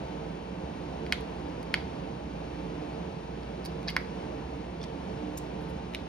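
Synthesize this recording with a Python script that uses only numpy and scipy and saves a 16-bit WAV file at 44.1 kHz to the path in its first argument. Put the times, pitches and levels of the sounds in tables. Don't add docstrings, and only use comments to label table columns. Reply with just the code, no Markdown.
import sys
import numpy as np
from scipy import signal
from scipy.fft import rfft, irfft
from scipy.io import wavfile
from scipy.ndimage import uniform_filter1d

SR = 44100
rng = np.random.default_rng(int(sys.argv[2]) if len(sys.argv) > 2 else 0)


def to_wav(sig):
    pcm = np.clip(np.atleast_2d(sig), -1, 1) * 32767
    pcm = np.round(pcm).astype(np.int16)
    wavfile.write(sys.argv[1], SR, pcm.T)


N = 268331
RING = 4096
CONTACT_S = .0009


def undb(db):
    return 10 ** (np.asarray(db) / 20)


def along(hz, table, axis=1):
    table = np.asarray(table, float)
    return np.interp(np.log(np.maximum(hz, 1)), np.log(table[:, 0]), table[:, axis])


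def colour(x, points):
    size = x.shape[-1]
    hz = np.arange(size // 2 + 1) * SR / size
    return irfft(rfft(x) * undb(along(hz, points)), size)


def unit(x):
    energy = np.sum(x ** 2, axis=-1)
    return x / np.sqrt(np.mean(energy))


def fade(t, t60):
    return np.exp(-np.log(1000) * t / t60)


def contact_swell(t):
    return 1 - np.exp(-t / (CONTACT_S / 2))


def left_right(left, right):
    return np.array([[left], [right]])


def add(out, s, sound):
    start = int(s * SR)
    out[:, start:start + sound.shape[1]] += sound[:, :N - start]


def walk(rate_hz):
    size = int(SR / rate_hz)
    held = np.repeat(rng.standard_normal(N // size + 1), size)
    return np.sqrt(2) * uniform_filter1d(uniform_filter1d(held, size), size)[:N]


# pitch_hz, level_db (per Hz)
AIR_SPECTRUM = [(25, -87), (44, -86), (55, -72.5), (76, -68), (108, -78), (138, -66.5), (205, -65),
                (390, -73.5), (560, -70), (880, -73.5), (1350, -84.5), (2700, -87), (6000, -100),
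                (11500, -116), (14500, -135)]
# pitch_hz, width_hz, lift_db
DRONE_RESONANCES = [(70.2, 7.1, 11.5), (98.4, 10.6, 8), (128.5, 17, 5.5), (164.8, 10.5, 9),
                    (184.5, 3.9, 11), (273, 7.3, 7), (300.7, 7.6, 12.5), (360.5, 45, 7.5),
                    (448.1, 28.6, 10.5), (1990, 140, -3), (4320, 110, 3.5)]
# pitch_hz, likeness (0 to 1), left_minus_right_db
AIR_STEREO = [(50, 0.95, 0), (154, 0.96, -3.5), (316, 1, -7), (460, 0.96, -7), (680, 0.89, -2),
              (1040, 0.11, 2.5), (1730, 0.56, 1.5), (3120, 0.28, 2), (5530, 1, 0), (10000, 0.73, 0)]


def fan_air(waver_db=0.57, ripple_db=2.0, ripple_hz=14):
    hz = np.arange(N // 2 + 1) * SR / N
    db = along(hz, AIR_SPECTRUM)
    for pitch_hz, width_hz, lift_db in DRONE_RESONANCES:
        db = db + lift_db / (1 + (2 * (hz - pitch_hz) / width_hz) ** 2)
    ripple = uniform_filter1d(rng.standard_normal(len(hz)), int(ripple_hz * N / SR))
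    db = db + ripple_db * ripple / ripple.std() * (hz > 480)

    likeness = np.clip(along(hz, AIR_STEREO), 0, 1)
    right, other = rfft(rng.standard_normal((2, N)))
    left = likeness * right + np.sqrt(1 - likeness ** 2) * other
    sides = undb(along(hz, AIR_STEREO, axis=2) * left_right(1, -1) / 2)
    sides = sides / np.sqrt(np.mean(sides ** 2, axis=0))
    air = irfft(np.array([left, right]) * sides * undb(db), N)
    return air * np.sqrt(SR / 2) * undb(waver_db * walk(5.16))


# pitch_hz, level_db (rms, before wavering), left_minus_right_db
MOTOR_LINES = [(57.7, -48.5, -1), (893.6, -57, 3), (2681.5, -69, 5)]


def fan_motor(waver_db=2.0, drift_hz=0.34):
    out = np.zeros((2, N))
    for pitch_hz, level_db, side_db in MOTOR_LINES:
        hz = pitch_hz + drift_hz * walk(3.12)
        tone = np.sqrt(2) * np.sin(2 * np.pi * np.cumsum(hz) / SR)
        out += tone * undb(level_db + waver_db * walk(4.1) + left_right(side_db, -side_db) / 2)
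    return out


def fan():
    return fan_air() + fan_motor()


# pitch_hz, level_db
WALL_COLOUR = [(500, -6), (1800, -.5), (2600, -2), (3300, 1), (4400, 3), (5300, -0.5), (7000, -8.5),
               (11000, -1.5), (15000, -15)]
WALL_DB, WALL_T60_S = -12.5, 0.32
WALL_TREBLE_T60_S, WALL_SPLIT_HZ = 0.29, 11000
DESK_DB, DESK_T60_S = -12.5, 0.039


def room(x, desk_lag_s=0.0027, wall_lag_s=0.011):
    t = np.arange(SR // 2) / SR
    desk = unit(rng.standard_normal((2, len(t))) * fade(t, DESK_T60_S) * (t > desk_lag_s))
    noise = rng.standard_normal((2, len(t)))
    low = signal.sosfiltfilt(signal.butter(2, WALL_SPLIT_HZ, fs=SR, output="sos"), noise)
    treble = noise - low
    tail = low * fade(t, WALL_T60_S) + treble * fade(t, WALL_TREBLE_T60_S)
    walls = unit(tail * (t > wall_lag_s))
    echo = undb(DESK_DB) * desk + undb(WALL_DB) * colour(walls, WALL_COLOUR)
    return x[:2] + signal.fftconvolve(x[2:], echo, axes=1)[:, :N]


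def favour(hz, centre_hz, spread):
    octaves = np.log2(np.maximum(hz, 1) / centre_hz)
    return 1 / (1 + (octaves / spread) ** 2)


# pitch_hz, level_db
CRACK_TOP = [(12000, -1), (14000, -5), (16000, -3)]


def edge_crack(centre_hz, spread=0.89, t60=0.0068):
    t = np.arange(RING) / SR
    noise = rng.standard_normal(RING) + .5 * rng.standard_normal((2, RING))
    band = favour(np.arange(RING // 2 + 1) * SR / RING, centre_hz, spread) ** 2
    crack = colour(irfft(rfft(noise) * band), CRACK_TOP)
    return unit(crack * contact_swell(t) * fade(t, t60))


PART_MODES = {"case": [(775, -6, 0.012), (1048, -4.5, 0.016), (1404, -1.5, 0.011), (1755, 2, 0.0092),
              (2130, 3.5, 0.016), (2486, 0.5, 0.017), (2880, -6, 0.02), (3240, -.5, 0.017),
              (4000, -8, 0.0072), (4490, -0.5, 0.022), (4790, -6.5, 0.015), (5320, -7, .0075),
              (6450, -11, 0.0046), (7500, -18, .005), (10080, -12.5, 0.0068), (11330, -29, .0097)],
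              "cradle": [(1046, 1, 0.015), (1550, -1.5, 0.012), (1780, 0.5, 0.012), (1940, 0.5, .03),
              (2170, 3.5, 0.013), (2880, -11, 0.013), (3330, -4.5, .028)], "cover": [(900, -15, .0069),
              (2050, 1, 0.0082), (2450, 0, 0.011), (2900, 1, 0.007), (3800, 2, 0.0064), (4630, -17, 0.006),
              (5430, -4, 0.0067), (6170, -18, .006), (6900, -9, .006), (8300, -10, .006),
              (9450, -15, .006)], "rim": [(2410, -1, .008), (3460, 4, .012), (4130, -9, .008),
              (4750, -4, 0.012), (5420, 0, .016), (6000, -8, .01), (8500, -11, .008), (9400, -18, .008)],
              "spring": [(2470, -4, 0.0072), (3950, -2.5, 0.011), (4520, 1, 0.0095), (5040, 0, 0.013),
              (5830, -8, 0.0059)], "can": [(7400, 9, 0.049), (8880, 0, .09), (9700, -6, .1), (9600, -6, .1),
              (10890, -6, .1)]}
PART_HOLLOWS = {"case": [(1190, 130, -17), (3630, 330, -9), (6300, 520, -14)], "cradle": [(1260, 110, -14)],
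                "cover": [(3360, 150, -8)]}
MIC_PHASE_SPREAD = .3


def part_ring(part, centre_hz, spread):
    hz, db, t60 = np.transpose(PART_MODES[part])[:, :, None]
    t = np.arange(RING) / SR
    gain = undb(db) * favour(hz, centre_hz, spread) / t60
    hz = hz * (1 + .012 * rng.standard_normal(hz.shape))
    opposite = np.pi * np.arange(len(hz))[:, None]
    phase = opposite + MIC_PHASE_SPREAD * rng.standard_normal((2, len(hz), 1))
    modes = gain * fade(t, t60) * np.sin(2 * np.pi * hz * t + phase)
    ring = contact_swell(t) * np.sum(modes, axis=1)
    for hollow_hz, width_hz, depth_db in PART_HOLLOWS.get(part, []):
        peak = signal.iirpeak(hollow_hz, hollow_hz / width_hz, fs=SR)
        ring = ring - (1 - undb(depth_db)) * signal.lfilter(*peak, ring)
    return unit(ring)


def all_round(part, centre_hz, spread, widening=1.9):
    mode_hz, db, t60 = np.transpose(PART_MODES[part])[:, :, None]
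    hz = np.arange(RING // 2 + 1) * SR / RING
    width = widening * np.log(1000) / (np.pi * t60)
    peaks = (undb(db) * favour(mode_hz, centre_hz, spread)) ** 2
    power = peaks / (1 + ((hz - mode_hz) / width) ** 2) ** 2
    pulse = np.roll(irfft(np.sqrt(power.sum(axis=0))), int(4 * CONTACT_S * SR))
    return unit(pulse * (np.arange(RING) < RING // 2))


def touch(part, db, centre_hz, spread, crack_db, crack_hz, right_db):
    crack = undb(crack_db) * edge_crack(crack_hz)
    ring = undb(db) * part_ring(part, centre_hz, spread)
    direct = (ring + crack) * undb(left_right(-right_db, right_db) / 2)
    to_room = undb(db) * all_round(part, centre_hz, spread) + crack.mean(axis=0)
    return np.vstack([direct, to_room])


# start_s, length_s, level_db (rms at the strongest), first_pitch_hz, last_pitch_hz
SQUEAKS = [(3.876, .012, -38, 1590, 1790), (3.891, .009, -36.5, 2150, 2350), (3.893, .006, -36, 2520, 3120)]


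def squeaks(jitter=.04):
    out = np.zeros((3, N))
    for start_s, length_s, level_db, first_hz, last_hz in SQUEAKS:
        size = int(length_s * SR)
        hz = np.linspace(first_hz, last_hz, size) * (1 + jitter * walk(1600)[:size])
        chirp = np.sin(2 * np.pi * np.cumsum(hz)[None] / SR)
        add(out, start_s, undb(level_db) * np.sqrt(2) * np.hanning(size) * chirp)
    return out


# strongest_s, swell_s, part, level_db (at the strongest), pitch_hz (centre),
# hiss_db, hiss_pitch_hz
SCRAPES = [(3.659, 0.0077, "case", -43.5, 4900, -49, 10600),
           (3.8815, 0.0077, "spring", -36, 4200, -62, 9500), (3.887, .012, "case", -38, 2900, -56, 3500),
           (3.897, 0.013, "spring", -46, 4500, -55, 10500), (4.818, .012, "rim", -51, 4600, -64, 4500),
           (4.8306, .004, "rim", -44, 5400, -57, 5500), (4.840, 0.0064, "rim", -47, 4900, -46, 3800),
           (5.378, 0.0061, "cover", -39.5, 6600, -43, 12000),
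           (5.385, .0045, "cover", -41, 8000, -52, 11000), (5.625, .023, "cover", -73, 10500, -72, 11000),
           (5.698, .02, "cover", -75, 11000, -65, 10500)]
SLIDE_ANSWER = {"case": (0.67, 2), "cover": (0.17, 1), "rim": (0.81, 1), "spring": (.8, 4.5)}
FADE_PER_SWELL = 1.1


def scrapes(slips_hz=1900, scatter_db=4.5):
    out = np.zeros((3, N))
    for strongest_s, rise, part, level_db, centre_hz, hiss_db, hiss_hz in SCRAPES:
        fall = rise * FADE_PER_SWELL
        spread, right_db = SLIDE_ANSWER[part]
        t = np.arange(-2 * rise, 2 * fall, 1 / SR)
        pressure = np.exp(-2 * np.where(t < 0, t / rise, t / fall) ** 2)
        sizes = rng.choice([-1, 1], len(t)) * undb(scatter_db * rng.standard_normal(len(t)))
        slips = sizes * (rng.random(len(t)) < slips_hz / SR)
        force = unit(slips * pressure + 1e-12) * np.sqrt(np.sum(pressure ** 2))
        contact = touch(part, level_db, centre_hz, spread, hiss_db, hiss_hz, right_db)
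        add(out, strongest_s - rise * 2, signal.fftconvolve(force[None], contact, axes=1))
    return out


# start_s, part, level_db, pitch_hz (centre), crack_db, right_minus_left_db
TICKS = [(1.0643, "case", -35, 2640, -61, -1), (1.1236, "spring", -23.5, 6000, -60, 6),
         (1.1237, "can", -40, 8800, -60, 2), (1.2082, "case", -53, 9000, -52, -1),
         (1.629, "case", -45.5, 6500, -51, -1), (3.432, "case", -46, 4600, -72, -1),
         (3.6440, "spring", -46, 4500, -62, 0), (3.6506, "spring", -41, 5200, -42, 3),
         (3.6577, "spring", -39, 5000, -53, 6), (3.8300, "case", -48, 4500, -58, 1),
         (3.876, "spring", -36, 4400, -64, 2), (3.8830, "spring", -25.5, 4700, -54, 1),
         (3.8885, "spring", -28.5, 4300, -58, 3), (3.9027, "case", -34, 4000, -44, -3),
         (3.9650, "spring", -25, 5600, -45, 3), (5.937, "cover", -40, 2800, -59, -1),
         (5.9511, "cover", -37.5, 3000, -66, 0)]
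TICK_SPREAD, TICK_CRACK_HZ = 0.98, 10600


def ticks(hold_s=0.001):
    out = np.zeros((3, N))
    for start_s, part, level_db, centre_hz, crack_db, right_db in TICKS:
        tick = touch(part, level_db, centre_hz, TICK_SPREAD, crack_db, TICK_CRACK_HZ, right_db)
        add(out, start_s, tick)
    return np.sqrt(hold_s * SR) * out


# start_s, part, level_db, pitch_hz (centre),
# spread_octaves, crack_db, crack_pitch_hz, rebound_after_s, rebound_db (against the snap)
SNAPS = [(1.1233, "case", -15.5, 2850, 0.84, -36.5, 9600, 0.0082, -14),
         (1.7404, "case", -14.5, 2700, 0.92, -40, 9800, 0.0048, -28),
         (3.9649, "cradle", -15.5, 1700, 1.4, -39.5, 10500, .012, -15.5),
         (5.9476, "cover", -26.5, 2830, 1, -45.5, 10000, .0073, -11)]
SNAP_RIGHT_DB = 1.5
REBOUND_SPREAD, REBOUND_CRACK_DB = 0.8, -24


def snaps(hold_s=0.0016):
    out = np.zeros((3, N))
    for start_s, part, level_db, centre_hz, spread, crack_db, crack_hz, rebound_s, rebound_db in SNAPS:
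        snap = touch(part, level_db, centre_hz, spread, crack_db, crack_hz, SNAP_RIGHT_DB)
        add(out, start_s, snap)
        rebound = touch(part, level_db + rebound_db, centre_hz, REBOUND_SPREAD,
                        crack_db + REBOUND_CRACK_DB, crack_hz, SNAP_RIGHT_DB)
        add(out, start_s + rebound_s, rebound)
    return np.sqrt(hold_s * SR) * out


def turn(x, leads):
    lead = along(np.arange(N // 2 + 1) * SR / N, leads)
    return irfft(rfft(x) * np.exp(1j * lead * left_right(1, -1) / 2), N)


# pitch_hz, left_lead_radians
FAN_LEAD = [(150, 0), (320, 0.3), (600, 2.0), (1150, 1.73), (1550, 0.58), (2150, .5), (2700, 1.74),
            (5200, 1.14), (6400, 1.5), (8000, 3.5), (10500, 7), (13000, 8), (15000, 11)]
# pitch_hz, left_lead_radians
HAND_LEAD = [(500, .3), (1030, 1.2), (1460, 0.27), (2400, 1.1), (3000, 1.33), (4700, 0.55), (6000, 1.25),
             (8000, 3.06), (10500, 7), (15000, 9.5)]


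def scene():
    drone = turn(fan(), FAN_LEAD)
    handling = snaps() + ticks() + scrapes() + squeaks()
    return turn(room(handling), HAND_LEAD) + drone


def record(dry):
    return signal.sosfilt(signal.ellip(8, .2, 70, 15900, fs=SR, output="sos"), dry)


dry = scene()
out = record(dry)
to_wav(out)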